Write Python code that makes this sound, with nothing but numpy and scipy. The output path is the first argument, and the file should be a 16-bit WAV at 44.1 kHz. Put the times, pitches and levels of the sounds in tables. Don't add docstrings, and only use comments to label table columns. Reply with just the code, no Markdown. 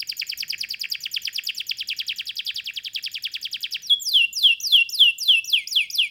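import sys
import numpy as np
from scipy import signal
from scipy.fft import rfft, irfft, next_fast_len
from scipy.io import wavfile
from scipy.ndimage import uniform_filter1d, map_coordinates

SR = 44100
rng = np.random.default_rng(int(sys.argv[2]) if len(sys.argv) > 2 else 0)


def put_to_file(sound):
    columns = np.atleast_2d(sound).T
    safe = np.clip(columns, -1, 1)
    whole_steps = np.round(safe * 32767)
    wavfile.write(sys.argv[1], SR, whole_steps.astype(np.int16))


N = 269010

# start t/s, length before repeats t/ms, first short repeat after t/ms,
# length of that repeat t/ms, base level/dB
TRILL = [(-0.017, 47.7, 10.5, 2.2, -29), (0.072, 61, 72, 9.2, -26), (0.1679, 49.5, 9, 10, -25.5),
         (0.267, 56.8, 5.5, 8.3, -27), (0.3735, 52.4, 18.5, 12.4, -26.5), (0.4797, 59.7, 58.5, 11.4, -26),
         (0.5792, 56.6, 16.5, 10.4, -27), (0.688, 51.5, 33, 10.7, -27.2), (0.7948, 53.8, 54.5, 12.7, -27),
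         (0.8885, 52.5, 1, 11.3, -24), (1.004, 56.9, 20.5, 10.3, -24.5), (1.1135, 68.4, 76, 8.2, -23),
         (1.217, 58.5, 21.5, 11.5, -23.5), (1.3284, 66.3, 26.5, 4.1, -22), (1.4362, 53, 9.5, 13.1, -23.5),
         (1.5466, 66.4, 28, 6.5, -24.5), (1.6668, 50.6, 16, 6, -20.5), (1.7702, 54.3, 19, 8, -27),
         (1.8726, 53.7, 47, 11.2, -26.5), (1.9642, 49, 12.5, 11.2, -27), (2.0656, 53.8, 50, 12.7, -26),
         (2.1597, 48.2, 12.5, 10.6, -28), (2.2548, 50, 23.5, 11.8, -28.5), (2.3548, 44.7, 20, 13.4, -29),
         (2.449, 54.0, 30.5, 12, -26.5), (2.5441, 55.4, 30, 10.2, -27), (2.6422, 58.6, 53.5, 10.6, -29.5),
         (2.7359, 49.7, 12.5, 11.1, -30), (2.8341, 44.3, 26.5, 9.1, -29.3),
         (2.9325, 52.4, 51.0, 12.4, -27.5), (3.0254, 50.4, 19.5, 8.9, -28), (3.115, 51.4, 8, 12.4, -29.0),
         (3.2229, 55.7, 64, 9.9, -27.5), (3.3164, 48, 11.0, 9.2, -28), (3.4134, 52, 20, 12.3, -29),
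         (3.5135, 58, 72.0, 11.2, -26.5), (3.6058, 48.4, 4.5, 10.3, -28), (3.7093, 52.2, 18.5, 9.5, -26.5)]
TRILL_CORNERS = [7300, 5700, 4100, 3400, 2700, 1470]
PHRASE_STARTS = [-0.1, 0.98, 1.74]
PHRASE_LEGS = [(28.15, 25, 16, 13, 11.5), (37.6, 18, 20, 14, 12), (24.17, 18.5, 9.5, 26, 19.5)]
# high over low side level/dB, change at the handover level/dB, final flick level/dB
PHRASE_MANNER = [(5, -14.5, 6.5), (-4, -12, -1), (-0.5, 3, 0.5)]
# start t/s, length before the repeat t/ms, onset f/Hz, crest f/Hz (both before the sag), bottom f/Hz,
# fall begins t/ms, fall lasts t/ms, bend/1, short repeat after t/ms, high side level/dB, low side level/dB
WHISTLES = [(3.82, 125.7, 7040, 6210, 3350, 44.5, 43.4, 1.53, 69, -32.0, -13),
            (3.997, 255.7, 7520, 7645, 2708, 28.9, 193.5, 1.45, 46.0, -20.5, -11.0),
            (4.328, 212.8, 7180, 7220, 2687, 9.5, 181.7, 1.53, 105, -21, -10.5),
            (4.601, 225.6, 5826, 7180, 2692, 11.6, 184, 1.31, 98, -20.5, -9.5),
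            (4.89, 221, 5180, 7160, 2713, 24.4, 190.7, 2.06, 104, -23, -9.5),
            (5.181, 218.3, 7450, 7310, 2638, 4.9, 186.6, 1.68, 88.0, -22.5, -10.0),
            (5.443, 204.0, 5470, 7200, 2100, 25.4, 168.5, 1.9, 43, -24, -12.5),
            (5.672, 195, 4790, 7130, 2120, 25.2, 179.3, 2.02, 22, -22.5, -13.0),
            (5.9, 186, 4760, 7100, 2113, 23.9, 191, 2.24, 36, -23.5, -13.5)]
# f/Hz, level/dB
TRILL_TONE = [(1400, 0), (1650, -13.5), (2150, -13.5), (2500, 1), (2900, -1.5), (3300, 3.5), (3600, -3.5),
              (3850, -6.5), (4350, -4.5), (4850, 5), (5400, -4), (6300, -21), (7000, -15), (7500, -5.5)]
# f/Hz, level/dB
WHISTLE_TONE = [(2100, -31.5), (2500, -6), (2650, -11.5), (2780, -4), (3000, -6.5), (3150, -2.5), (3380, 0),
                (3550, -10), (3750, -14), (4100, -3.5), (4300, -12.5), (4850, -1.5), (5800, -5.5),
                (6700, -22), (7200, -8), (7700, -24)]
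# f/Hz, level/dB
OVERTONE_COLOUR = [(3000, -34), (4800, -10), (6400, -15), (7300, -7.5), (8500, -18.5), (9700, 3),
                   (10700, 1.5), (11400, -11), (12300, 4), (13000, -12), (14000, 5.5), (15500, -18)]
# multiple/1, high side level/dB, low side level/dB
OVERTONES = [(2, -22, -32), (3, -19.5, -38.5), (4, -9, -36.5), (5, -38, -53.5)]
# f/Hz, relative level/dB
RASP = [(1200, -34), (3000, 7.5), (6000, -6.5), (8300, -3.5), (9800, -12.5), (11500, -25.5), (14000, -9),
        (15800, 0.5)]
# f/Hz, t/s
ROOM_DECAY = [(1500, 0.68), (3000, 0.3), (5000, 0.46), (8000, 0.079), (15000, 0.13)]
# f/Hz, relative level/dB
ROOM_COLOUR = [(1500, 3.5), (2300, -0.5), (2900, -2.5), (3900, 4), (5000, -4.5), (7000, 4.5), (15000, -1)]
# f/Hz, relative level/dB
ROOM_TONE = [(12, -42), (20, -13.5), (65, 0), (170, -3.5), (339, -11), (497, -16.5), (901, -27.5),
             (2860, -84)]
# t/s, level/dB
RUMBLE_LEVEL = [(0, -64.5), (3, -67), (6, -68.5)]

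HANDOVER_HZ = 3750
TOP_HZ = 15900
HISS_DB = -66.5
RISE_MS = 13
SAG_HZ_PER_MS = 17
LIFT_HZ_PER_MS = 3.55
LEAP_HZ, LEAP_REACH_HZ = 169.5, 307
AGAIN_MS, AGAIN_STEP_MS = 51.9, 7.5


def trill():
    song = np.zeros(N)
    hz = np.arange(1300, 7600, 50)
    handover = np.exp(-((hz - HANDOVER_HZ) / 400) ** 2)
    flick = ramp((3000 - hz) / 500)
    for s, length_ms, repeat_ms, step_ms, db in TRILL:
        phrase = np.searchsorted(PHRASE_STARTS, s) - 1
        legs = np.array(PHRASE_LEGS[phrase])
        lean_db, handover_db, flick_db = PHRASE_MANNER[phrase]
        pitch = glide(TRILL_CORNERS, length_ms * legs / legs.sum(), size=60)
        tone_db = along(TRILL_TONE, hz) + handover_db * handover + flick_db * flick
        sweep = syrinx(pitch, db + lean_db / 2, db - lean_db / 2, np.transpose([hz, tone_db]),
                       overtone_db=1.0, jitter=.007, flutter_db=1.5, fade_ms=2.57)
        sweep = short_repeat(sweep, repeat_ms, step_ms, blend_ms=5)
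        sweep = short_repeat(sweep, repeat_ms + AGAIN_MS, AGAIN_STEP_MS, blend_ms=5)
        add(song, s, sweep)
    return song + rasp(high_side(song, low_db=-3), rasp_db=-40.0, growth=0.68)


def whistles():
    song = np.zeros(N)
    for s, *shape, repeat_ms, high_db, low_db in WHISTLES:
        call = syrinx(whistle_pitch(*shape), high_db, low_db, WHISTLE_TONE,
                      overtone_db=0.5, jitter=.003, flutter_db=.6, fade_ms=16)
        add(song, s, short_repeat(call, repeat_ms, step_ms=6, blend_ms=8))
    return song + rasp(high_side(song, low_db=-6), rasp_db=-52.5, growth=0.35)


def syrinx(pitch, high_db, low_db, tone, overtone_db, jitter, flutter_db, fade_ms):
    size = len(pitch)
    ms = np.arange(size) * 1000 / SR
    hz = pitch * (1 + jitter * wobble(600, size) + 0.0058 * wobble(50.93, size))
    low_share = ramp(.5 + (HANDOVER_HZ - hz) / 130)
    effort_db = high_db + (low_db - high_db) * low_share + flutter_db * wobble(70, size)
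    phase = 2 * np.pi * np.cumsum(hz) / SR
    voice = amp(along(tone, hz)) * np.sin(phase)
    for multiple, (_, on_high_db, on_low_db) in enumerate(OVERTONES, 2):
        side_db = on_high_db + (on_low_db - on_high_db) * low_share
        level_db = overtone_db + side_db + along(OVERTONE_COLOUR, multiple * hz)
        unsteady_db = 3 * wobble(163.6, size) + 2 * wobble(690, size)
        in_band = multiple * hz < TOP_HZ
        voice += amp(level_db + unsteady_db) * np.sin(multiple * phase) * in_band
    envelope = ramp(ms / 2) * ramp((ms[-1] - ms) / fade_ms)
    return np.sqrt(2) * amp(effort_db) * voice * envelope


def glide(corners, legs_ms, size):
    times = np.cumsum([0, *np.abs(legs_ms)])
    ms = np.arange(0, times[-1], 1000 / SR)
    return uniform_filter1d(np.interp(ms, times, corners), size=size, mode="nearest")


def whistle_pitch(length_ms, onset_hz, crest_hz, bottom_hz, begin_ms, fall_ms, bend):
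    ms = np.arange(0, length_ms, 1000 / SR)
    rise_hz = (crest_hz - onset_hz) * ramp(ms / RISE_MS)
    top = onset_hz + rise_hz - SAG_HZ_PER_MS * np.minimum(ms, begin_ms)
    to_go = np.clip(1 - (ms - begin_ms) / fall_ms, 0, 1)
    lift = LIFT_HZ_PER_MS * np.maximum(ms - begin_ms - fall_ms, 0)
    hz = bottom_hz * (top / bottom_hz) ** (to_go ** bend) + lift
    above = hz - HANDOVER_HZ
    return hz + LEAP_HZ * np.tanh(above / 30) * np.exp(-np.abs(above) / LEAP_REACH_HZ)


def short_repeat(sound, after_ms, step_ms, blend_ms):
    step = np.zeros(round(step_ms * SR / 1000))
    ms = np.arange(len(sound) + len(step)) * 1000 / SR
    late = ramp(.5 + (ms - after_ms) / blend_ms)
    return (1 - late) * np.r_[sound, step] + late * np.r_[step, sound]


def high_side(song, low_db):
    return filtered(song, lambda hz: amp(low_db * ramp((4000 - hz) / 700)))


def rasp(song, rasp_db, growth):
    power = np.abs(uniform_filter1d(song ** 2, size=90))
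    strength = np.sqrt(power) / np.max(np.abs(song))
    air = unit(filtered(rng.standard_normal(N), lambda hz: amp(along(RASP, hz))))
    grain = amp(3.5 * wobble(300, N))
    return amp(rasp_db) * grain * strength ** growth * air


def room(x, near_db, tail_db):
    hz, t, z = signal.stft(rng.standard_normal(SR * 3 // 4), SR, nperseg=256)
    decay_db = 60 * t / along(ROOM_DECAY, hz)[:, None]
    fall = amp(along(ROOM_COLOUR, hz)[:, None] - decay_db)
    tail = signal.istft(z * fall * ramp(t / 0.0037), SR, nperseg=256)[1]
    answer = amp(tail_db) * tail / np.linalg.norm(tail)
    delays = rng.uniform(.001, .008, size=8)
    answer[(delays * SR).astype(int)] += amp(near_db) * rng.choice([-1, 1], size=8)
    return signal.fftconvolve(x, answer)[:N]


def background(hiss_db):
    rumble = unit(filtered(rng.standard_normal(N), lambda hz: amp(along(ROOM_TONE, hz))))
    level_db = np.interp(np.arange(N) / SR, *np.transpose(RUMBLE_LEVEL))
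    hiss = amp(hiss_db) * rng.standard_normal(N)
    return amp(level_db + 1.7 * wobble(4.1, N)) * rumble + hiss


def amp(db):
    return 10 ** (np.asarray(db) / 20)


def unit(x):
    return x / np.sqrt(np.mean(x ** 2) + 1e-20)


def along(points, hz):
    f, v = np.transpose(points)
    return np.interp(np.log(hz + 1), np.log(f), v)


def wobble(rate, size):
    knots = rng.standard_normal(int(size * rate / SR) + 4)
    return map_coordinates(knots, [np.arange(size) * rate / SR])


def filtered(x, response):
    m = next_fast_len(N + SR // 2)
    return irfft(rfft(x, m) * response(np.fft.rfftfreq(m, 1 / SR)), m)[:N]


def ramp(u):
    return np.sin(np.pi / 2 * np.clip(u, 0, 1)) ** 2


def add(track, s, sound):
    at = round(s * SR) + np.arange(len(sound))
    inside = (at >= 0) & (at < N)
    track[at[inside]] += sound[inside]


def scene():
    song = trill() + whistles()
    reflections = room(song, near_db=-22, tail_db=-15.0)
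    return (song + reflections + background(HISS_DB))[None]


def record(dry):
    mirror = amp(-14.5) * dry[0] * (-1) ** np.arange(N)
    return filtered(dry[0] + mirror, lambda hz: 1 / np.sqrt(1 + (hz / TOP_HZ) ** 300))[None]


dry = scene()
out = record(dry)
put_to_file(out)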